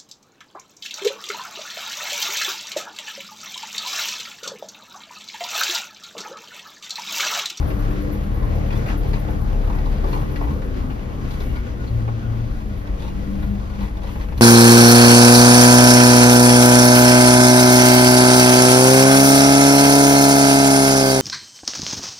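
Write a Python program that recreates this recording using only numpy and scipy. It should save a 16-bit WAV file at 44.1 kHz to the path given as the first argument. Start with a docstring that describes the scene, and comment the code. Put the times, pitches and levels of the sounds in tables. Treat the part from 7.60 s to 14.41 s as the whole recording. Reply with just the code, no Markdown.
"""A heavy four-cylinder diesel truck, heard from inside the cab, creeps down a dirt road and slows to idle.
Multiples of the firing rate boom in the cab; road rumble and diesel clatter fill the middle.
Loose trim knocks and squeaks on the bumps, and a faint puff of air comes once an engine cycle.
The microphone is a phone in the cab. Left and right are alike in the bass and looser in the middle;
the treble is alternately in and out of phase."""
import sys
import numpy as np
from scipy import signal
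from scipy.fft import rfft, irfft, next_fast_len
from scipy.io import wavfile
from scipy.ndimage import uniform_filter1d

SR = 44100
rng = np.random.default_rng(int(sys.argv[2]) if len(sys.argv) > 2 else 0)


def dump_mix(stems):
    """Bounce the given channels to the path in sys.argv[1] as a 16-bit WAV at rate SR."""
    frames = np.atleast_2d(stems).T  # one column per channel
    limited = np.clip(frames, -1, 1)  # hard clip at full scale
    pcm = np.round(limited * 32767).astype(np.int16)
    wavfile.write(sys.argv[1], SR, pcm)


N = 300321
T = np.arange(N) / SR
FFT_SIZE = next_fast_len(N, True)
BIN_HZ = np.arange(FFT_SIZE // 2 + 1) * SR / FFT_SIZE + 1e-3

# engine slowing to idle: time_s, firing_hz
FIRING_RATE = [(0, 36.2), (.25, 35.3), (.8, 37.9), (1.3, 37.8), (2, 35), (2.5, 35.9), (2.75, 36.9),
               (2.95, 35.8), (3.1, 32.2), (3.3, 31.6), (3.75, 31.6), (4.25, 28.3), (4.9, 28.4), (5.1, 25.8),
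               (5.25, 24.3), (5.4, 23.7), (5.6, 24), (5.85, 25.4), (6.3, 25), (6.81, 22.5)]
# steady drone, by multiple of the firing rate: loaded_db, unloaded_db
DRONE_LEVELS = {1: (-26.5, -34.5), 2: (-36.5, -36), 3: (-38, -40), 4: (-45, -42), 8: (-54.5, -39),
                12: (-53, -56)}
# cab booms, by multiple of the firing rate: middle_s, hold_s, level_db
CAB_BOOMS = {1: [(.25, 0.078, -21.5), (.8, .3, -24.5), (1.5, 0.12, -22), (2.1, .45, -20), (2.5, .2, -21.5),
             (3.15, 0.34, -29), (3.5, .15, -32), (3.85, 0.27, -27.5), (4.9, 0.17, -28), (5.8, 0.09, -30)],
             2: [(.02, 0.048, -22.5), (1.15, .7, -27.5), (2.7, 0.18, -30), (3.92, 0.23, -29.5),
             (4.4, 0.18, -33.5), (5.325, .02, -18.5), (5.6, 0.057, -27.5), (5.83, 0.081, -33),
             (6.5, 0.32, -28)], 3: [(.15, 0.33, -29), (.95, 0.44, -29), (1.7, .45, -30.5), (2.2, 0.25, -35),
             (5.98, .1, -35), (6.1, 0.04, -29), (6.75, 0.11, -30.5)], 4: [(.3, 0.22, -40.5),
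             (2.2, 0.23, -37), (2.75, 0.41, -37), (5.2, 0.17, -35), (4.3, 0.086, -30.5),
             (4.45, 0.18, -22.5), (4.62, 0.058, -31.5), (4.77, .16, -23.5), (5.9, 0.22, -33)],
             8: [(3.2, 0.21, -36.5), (4.65, 0.49, -38), (5.1, 0.048, -32), (5.5, 0.15, -34),
             (5.61, .03, -34), (5.725, 0.05, -27.5), (5.83, 0.049, -36), (5.925, 0.043, -27),
             (6.04, 0.12, -37.5), (6.22, 0.0036, -24)], 12: [(2.5, .1, -41.5), (5.3, 0.094, -45),
             (5.5, 0.13, -39), (5.64, .05, -42), (5.77, 0.12, -36.5), (6.33, 0.1, -44.5)]}
# two cab panels humming under load: time_s, pitch_hz, level_db
LOW_PANEL_HUM = [(0, 206.7, -40.5), (.35, 196, -34.5), (.62, 201.9, -33.5), (.9, 192.9, -40),
                 (1.2, 191.5, -36.5), (1.9, 209.3, -39.5), (2.45, 214.5, -40), (2.7, 210, -51)]
HIGH_PANEL_HUM = [(0, 300, -38.5), (.3, 294, -31.5), (.52, 303, -32.5), (.68, 306.3, -47.5),
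                  (1.55, 300.8, -48), (1.7, 300, -38), (1.87, 299, -51), (2.1, 295.9, -39),
                  (2.4, 297.8, -45), (2.65, 292.2, -35), (3, 287, -36.5)]
# shaking of the cab by road and engine: time_s, rumble_db, rattle_db
CAB_SHAKE = [(0, -22.5, -44.5), (.1, -24.5, -45), (.2, -24, -45), (.3, -24.5, -43.5), (.45, -25.5, -45.5),
             (.6, -26, -46), (.8, -25.5, -48), (1.05, -26, -44.5), (1.14, -24, -44), (1.22, -22, -45.5),
             (1.3, -23, -39.5), (1.38, -24, -44.5), (1.52, -21, -45), (1.85, -27.5, -47), (2.1, -26, -46),
             (2.6, -24, -44.5), (2.95, -25.5, -46.5), (3.3, -29, -49), (3.6, -26.5, -46.5),
             (3.75, -27, -42.5), (4.05, -27.5, -46.5), (4.3, -27, -47.5), (5.2, -30, -48.5),
             (5.45, -27.5, -47), (5.7, -27.5, -46.5), (6.17, -29, -49), (6.24, -25, -46), (6.32, -29, -51),
             (6.63, -27.5, -43.5), (6.76, -24.5, -50), (6.81, -21.5, -45)]
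# cab resonances: pitch_hz, width_hz, lift_db
CAB_MODES = [(47.6, 8.8, 7), (67, 8.7, 5.5), (76.6, 10, 6.5), (118.4, 27, 7.5), (147, 20, 6), (203, 24, 8),
             (293, 19, 7), (502, 9.1, 3), (830, 20, 7), (1087, 110, 7.5), (1465, 6.9, 5.5), (1950, 40, 6),
             (2235, 40, 2.5), (3330, 18, 2.5), (4230, 31, 5), (4760, 70, 4)]
# spectra of the noises in the cab: frequency_hz, gain_db
RUMBLE_SPECTRUM = [(15, -30), (24, -17), (33, -5.5), (50, 1.5), (75, -3), (92, -8), (170, -12),
                   (260, -14.5), (420, -29), (800, -54.5)]
CLATTER_SPECTRUM = [(150, -12), (330, -1), (500, -0.5), (700, -4.5), (1000, -13.5), (1500, -14),
                    (2500, -25), (5000, -49.5)]
RATTLE_SPECTRUM = [(700, -7.5), (1400, -0.5), (2200, -2), (3300, -5.5), (5000, -12), (7000, -15),
                   (10000, -35.5)]
HISS_SPECTRUM = [(3000, -14), (6000, 0), (8300, 2), (10500, -2), (11800, -6), (13000, -5.5), (15500, -5.5)]
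PUFF_SPECTRUM = [(6000, -22), (9000, -8), (11000, 0), (11900, -6), (13000, 0), (15500, -3)]
# loose trim on bumps, rough peak of each mode group: time_s, low_db, middle_db, high_db
TRIM_KNOCKS = [(.105, -28, -31, -43), (.309, -42, -35, -46), (.829, -29.5, -41, -46),
               (1.106, -30, -31, -41), (1.128, -26.5, -31, -39), (1.155, -31, -39, -45),
               (1.175, -42, -43, -44), (1.261, -36, -34, -42), (1.284, -37, -27.5, -40),
               (1.302, -35, -28.5, -43.5), (1.316, -40, -37, -49), (1.533, -24.5, -30.5, -35),
               (1.556, -28, -37, -45), (1.683, -28.5, -36.5, -46), (2.075, -26, -38, -48),
               (2.098, -25, -39, -45), (2.125, -32, -40, -47), (2.15, -27, -39, -47),
               (2.185, -28.5, -38, -45), (2.255, -27.5, -45, -41), (2.441, -22, -42, -42.5),
               (2.471, -27.5, -45, -44), (2.5, -29, -46, -49), (2.529, -21, -31, -35),
               (2.559, -22.5, -48, -50), (2.575, -28.5, -48, -44), (2.617, -30, -42, -47),
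               (2.76, -44, -28, -38.5), (2.811, -21, -37, -48), (2.839, -27.5, -37.5, -53),
               (2.872, -25.5, -41, -50), (2.909, -31.5, -41, -48), (3.02, -33, -36.5, -47),
               (3.303, -30.5, -37, -44.5), (3.709, -37, -42, -38), (3.739, -38, -45, -41.5),
               (3.804, -32.5, -40, -39), (3.959, -34.5, -37, -41), (4.478, -25.5, -35, -49),
               (5.269, -39, -42, -44.5), (5.399, -38, -46, -44), (5.42, -40, -42, -42.5),
               (5.443, -30.5, -40, -49.5), (5.479, -37, -40, -43), (5.827, -32.5, -37.5, -43.5),
               (6.098, -35, -42, -45), (6.208, -29, -41, -43), (6.228, -30, -36, -44),
               (6.249, -33, -40, -45), (6.279, -37, -39, -46), (6.37, -33, -40, -44),
               (6.419, -37, -45, -47), (6.436, -29.5, -45, -43), (6.47, -33, -42, -42),
               (6.492, -34, -41, -47), (6.557, -29, -37, -50), (6.612, -31, -35, -43),
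               (6.635, -34.5, -40, -49), (6.685, -35, -38, -49), (6.721, -30.5, -36.5, -47),
               (6.779, -35, -37, -35)]
# trim modes in low, middle and high groups: pitch_hz, t60_s, gain_db
TRIM_MODES = [
    [(640, .04, -5), (740, .05, -3), (830, .07, 0), (910, .07, -1), (990, .06, -2), (1065, .06, -3),
     (1170, .035, -7)],
    [(1420, .04, -2), (1540, .03, -4), (1660, .03, -4), (1790, .05, 0), (1960, .045, 0), (2200, .035, -2),
     (2410, .035, 0), (2610, .028, -1), (2800, .022, -2)],
    [(3050, .022, -1), (3350, .028, 0), (3540, .028, 0), (3750, .022, -1), (3960, .022, -1),
     (4200, .028, -1), (4550, .025, -1), (4800, .025, -3), (5100, .015, -2), (5500, .012, -2),
     (6100, .008, -2)],
]
# cab shell modes: pitch_hz, t60_s, gain_db
SHELL_MODES = [(290, .05, 0), (340, .045, 0), (395, .045, 0), (445, .05, 0), (505, .05, 0), (560, .035, 0)]
# rubbing plastic: middle_s, pitch_hz, width_hz, level_db, half_length_s
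PLASTIC_SQUEAKS = [(3.97, 2200, 45, -48, .06), (3.8, 2220, 60, -54, .1), (1.115, 2410, 60, -47, .015),
                   (1.128, 3350, 70, -50, .015), (1.165, 3540, 70, -49, .018), (3.92, 2850, 70, -55, .03),
                   (2.565, 6300, 140, -58, .008), (4.283, 4250, 600, -50, .013), (5.46, 900, 60, -43, .045),
                   (5.44, 3800, 700, -52, .05), (5.49, 2830, 60, -54, .035)]
# longer hisses of air: peak_s, level_db, rise_s, fall_s
AIR_HISSES = [(.03, -56.5, 0.055, 0.44), (2.55, -57, .12, .12), (3.73, -56, 0.034, .08),
              (3.86, -55.5, 0.054, 0.082), (5.19, -58, .03, 0.045), (5.83, -57.5, 0.036, 0.098),
              (6.22, -57, 0.0089, .05), (6.55, -55, 0.066, 0.089), (6.785, -45, 0.0066, .04)]
# a narrow ring that repeats near idle: peak_s, level_db
IDLE_RINGS = [(3.67, -56), (3.82, -48), (3.96, -45), (4.07, -48), (4.21, -44.5), (4.36, -51), (4.5, -46),
              (4.655, -47), (4.8, -49), (4.945, -50), (5.11, -52), (5.27, -57), (5.45, -53), (5.64, -49),
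              (5.83, -51), (6.01, -55), (6.13, -52)]
# how alike left and right sound at each pitch, the treble alternately in and out of phase:
# frequency_hz, likeness (0-1), right_lead_rad, left_minus_right_db
STEREO_IMAGE = [(20, .99, 0, 3.5), (70, .9, 0, 3.5), (130, .88, 0, 3), (260, .6, 0, 2.3), (450, .3, .2, 2),
                (650, .35, 2.9, 2), (1400, .45, 2.6, 1.5), (2000, .4, 3.6, 3), (4100, .3, 6.3, 2),
                (6000, .4, 7.9, .5), (7000, .75, 8.9, 0), (7700, 1, 3 * np.pi, 0), (9000, 1, 3 * np.pi, 0),
                (10300, .75, 11, 0), (11700, 1, 4 * np.pi, 0), (13100, 1, 4 * np.pi, 0),
                (14300, .65, 14, 0), (15300, 1, 5 * np.pi, 0)]

LIFT_OFF_S, LIFT_OFF_EASE_S = 3.47, 0.61  # the engine load falls away around this moment
CLATTER_DB, HISS_DB, PUFF_DB = (-33, -37.5), (-61.5, -61), (-55, -72.5)  # loaded, unloaded


def engine_drone():
    """Multiples of the firing rate hold a steady level and swell for a while as the cab booms."""
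    firing_hz = curves(FIRING_RATE)[0]
    fade_s, out = 0.034, 0
    for order, steady_db in DRONE_LEVELS.items():
        boom = 0
        for middle, hold, db in CAB_BOOMS[order]:
            outside_s = np.maximum(np.abs(T - middle) - hold / 2, 0)
            boom += undb(db) * np.exp(-(outside_s / fade_s) ** 2)
        level = np.maximum(undb(by_load(steady_db)), boom)
        out += level * tone(order * firing_hz, 0, waver_db=1.6)
    return out


def panel_hums():
    """Two cab panels hum under load, each fading over its last tenth of a second."""
    return sum(tone(*curves(hum), waver_db=2.5) * np.clip((hum[-1][0] - T) * 10, 0, 1)
               for hum in (LOW_PANEL_HUM, HIGH_PANEL_HUM))


def cab_shaking():
    """Road rumble, diesel clatter and grainy rattle sound through the cab modes, over a thin hiss."""
    rumble_db, rattle_db = curves(CAB_SHAKE)
    swing_db = rattle_db - rattle_db.mean()  # clatter and hiss partly follow the rattle
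    cab = np.sqrt(1 + sum((undb(db) ** 2 - 1) * resonance(hz, width) ** 2 for hz, width, db in CAB_MODES))
    pulses = 1 + 0.42 * np.exp(-(firing_count() % 1) / 0.11)  # a kick at each firing
    shudder = walk(20)
    grains = undb(0.56 * uniform_filter1d(rng.exponential(size=N), 60) * np.sqrt(60))
    rumble = undb(rumble_db + 2 * walk(8)) * colour(noise(), cab * gains(RUMBLE_SPECTRUM))
    clatter = flicker(pulses * noise(), cab * gains(CLATTER_SPECTRUM), 0.53 * shudder, own_db=2.06)
    clatter *= undb(by_load(CLATTER_DB) + 0.44 * swing_db)
    rattle = flicker(pulses * grains * noise(), cab * gains(RATTLE_SPECTRUM), 1.4 * shudder, own_db=1.0)
    rattle *= undb(rattle_db)
    hiss_db = by_load(HISS_DB) + .5 * swing_db + 0.95 * shudder + 1.1 * walk(10)
    hiss = undb(hiss_db) * colour(noise(), gains(HISS_SPECTRUM))
    return rumble + clatter + rattle + hiss


def trim_knocks():
    """Each knock is a short chatter that rings the trim and the cab shell, with a new mix of modes."""
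    t = np.arange(3072) / SR
    out = np.zeros((2, N + 2 * len(t)))
    faint_s = rng.uniform(.01, T[-1], 24)  # faint knocks at chance moments
    faint_db = (-39, -45, -50) + 2 * rng.standard_normal((len(faint_s), 3))
    times, low_db, middle_db, high_db = np.transpose(np.r_[TRIM_KNOCKS, np.c_[faint_s, faint_db]])
    count, rise_s, crest_db = len(times), .004, 7.5
    fall_s = np.clip(.014 + .0005 * (low_db + 35), .002, .05)  # heavier thuds chatter longer
    envelope = np.exp(-t / fall_s[:, None, None]) * np.minimum(t / rise_s, 1)
    shell_db = low_db - 3.5
    for modes, peak_db in zip(TRIM_MODES + [SHELL_MODES], (low_db, middle_db, high_db, shell_db)):
        hz, t60, mode_db = np.transpose(modes)[:, :, None]
        rings = undb(mode_db) * np.exp(-np.log(1000) * t / t60) * np.sin(2 * np.pi * hz * t)
        shape = (count, len(modes))
        weights = undb(2.2 * rng.standard_normal(shape)) * rng.choice([-1, 1], shape)
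        chatter = rng.standard_normal((count, 2, len(t))) * envelope
        contact_db = 1.8 * rng.exponential(size=(count, 1, 48))  # the parts touch unevenly
        chatter *= np.repeat(undb(contact_db), 64, axis=2)
        hits = signal.fftconvolve(chatter, (weights @ rings)[:, None], axes=2)
        loudest_rms = np.sqrt(uniform_filter1d(hits ** 2, size=512).max(axis=2))
        hits *= (undb(peak_db - crest_db)[:, None] / loudest_rms)[:, :, None]
        for start, hit in zip(((times - rise_s) * SR).astype(int), hits):
            out[:, start:start + hit.shape[1]] += hit
    sizzle = bursts(times + 0.0044, high_db - 17, rise_s=0.011, fall_s=fall_s + 0.028)
    return out[:, :N] + sizzle * colour(noise(), gains(HISS_SPECTRUM))


def plastic_squeaks():
    """Plastic rubs and scrapes in bands of noise that swell and fade."""
    out = 0
    for middle, hz, width, db, half_length in PLASTIC_SQUEAKS:
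        swell = undb(db) * np.exp(-((T - middle) / half_length) ** 2)
        out += swell * colour(noise(), resonance(hz, width) ** 2)
    return out


def idle_ring(hz=1444):
    """A narrow ring, part tone and part noise, repeats as the engine nears idle."""
    envelope = bursts(*np.transpose(IDLE_RINGS), rise_s=.015, fall_s=.032)
    line = tone(hz, 0, waver_db=2.0)
    breath = colour(noise(), resonance(hz, width_hz=70) ** 2)
    return envelope * (0.98 * line + .5 * breath)


def air_puffs():
    """Air puffs in the high treble once every four firings, with some longer hisses."""
    cycles = firing_count() / 4
    at = np.flatnonzero(np.diff(np.floor(cycles - .8)))  # 0.8 of the way through each cycle
    puff_db = by_load(PUFF_DB)[at] + 3.5 * rng.standard_normal(len(at))
    puffs = bursts(T[at], puff_db, rise_s=0.016, fall_s=0.028)
    hisses = bursts(*np.transpose(AIR_HISSES))
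    return (puffs + hisses) * colour(noise(), gains(PUFF_SPECTRUM))


def firing_count():
    """Firings so far; the fraction is the place between two firings."""
    return np.cumsum(curves(FIRING_RATE)[0]) / SR


def by_load(levels_db):
    """A level that glides from loaded to unloaded as the engine eases off."""
    loaded, unloaded = levels_db
    load = .5 - .5 * np.tanh((T - LIFT_OFF_S) / LIFT_OFF_EASE_S)
    return unloaded + (loaded - unloaded) * load


def tone(hz, db, waver_db):
    """A sine that wavers in level and pitch; the second path carries it a quarter turn later."""
    turns = np.cumsum(hz * (1 + .004 * walk(15))) / SR + rng.random() - np.array([[0], [1 / 4]])
    waver = 0.6 * walk(12) + 0.74 * walk(30)
    return np.sqrt(2) * undb(db + waver_db * waver) * np.sin(2 * np.pi * turns)


def noise():
    """Two unrelated noises, one for each path into the cab."""
    return rng.standard_normal((2, N))


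def colour(x, gain):
    """Filters x by a gain on each bin, to unit rms."""
    return unit_rms(irfft(rfft(x, FFT_SIZE) * gain, FFT_SIZE)[:, :N])


def flicker(x, gain, shared_db, own_db):
    """Colours x in half-octave bands whose levels wander together and each on its own."""
    spectrum = rfft(x, FFT_SIZE) * gain
    centres = np.arange(7, 14, .5)  # octaves above 1 Hz
    octave = np.clip(np.log2(BIN_HZ), centres[0], centres[-1])
    out = 0
    for centre in centres:
        window = np.clip(1 - 2 * np.abs(octave - centre), 0, 1)
        out += irfft(spectrum * window, FFT_SIZE)[:, :N] * undb(shared_db + own_db * walk(14))
    return unit_rms(out)


def bursts(peak_s, level_db, rise_s, fall_s):
    """Envelope of bursts that swell to a peak and die away."""
    out = np.zeros(N)
    for peak, gain, rise, fall in np.broadcast(peak_s, undb(level_db), rise_s, fall_s):
        near = slice(max(int((peak - 3 * rise) * SR), 0), int((peak + 7 * fall) * SR))
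        late = T[near] - peak
        out[near] += gain * np.where(late < 0, np.exp(-(late / rise) ** 2), np.exp(-np.abs(late) / fall))
    return out


def walk(rate_hz):
    """Random steps, smoothed twice; spread near 1."""
    hold = int(SR / rate_hz)
    steps = np.repeat(rng.standard_normal(N // hold + 1), hold)
    return 1.332 * uniform_filter1d(uniform_filter1d(steps, hold), hold)[:N]


def resonance(hz, width_hz):
    """Gain of one mode on each bin."""
    return 1 / np.sqrt(1 + ((BIN_HZ - hz ** 2 / BIN_HZ) / width_hz) ** 2)


def over_hz(table):
    """A table's columns spread over the bins, along log frequency."""
    hz, *columns = np.transpose(table)
    return [np.interp(np.log(BIN_HZ), np.log(hz), column) for column in columns]


def curves(table):
    """A table's columns spread over time."""
    times, *columns = np.transpose(table)
    return [np.interp(T, times, column) for column in columns]


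def gains(spectrum):
    return undb(over_hz(spectrum)[0])


def undb(db):
    return 10 ** (np.asarray(db) / 20)


def unit_rms(x):
    return x / np.sqrt(np.mean(x ** 2))


def scene():
    """The left side carries the first path; the right carries it phase-shifted, blended with the second."""
    cab = engine_drone() + panel_hums() + cab_shaking()
    cab += trim_knocks() + plastic_squeaks() + idle_ring() + air_puffs()
    first, second = rfft(cab, FFT_SIZE)
    likeness, lead_rad, balance_db = over_hz(STEREO_IMAGE)
    likeness = np.clip(likeness, 0, 1)
    pan = undb(balance_db / 2)
    right = likeness * first * np.exp(1j * lead_rad) + np.sqrt(1 - likeness ** 2) * second
    return irfft(np.array([first * pan, right / pan]), FFT_SIZE)[:, :N]


def record(dry):
    """The phone cuts the top steeply above 15650 Hz."""
    return signal.sosfilt(signal.ellip(10, .2, 70, 15650, fs=SR, output="sos"), dry)


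dry = scene()
out = record(dry)
dump_mix(out)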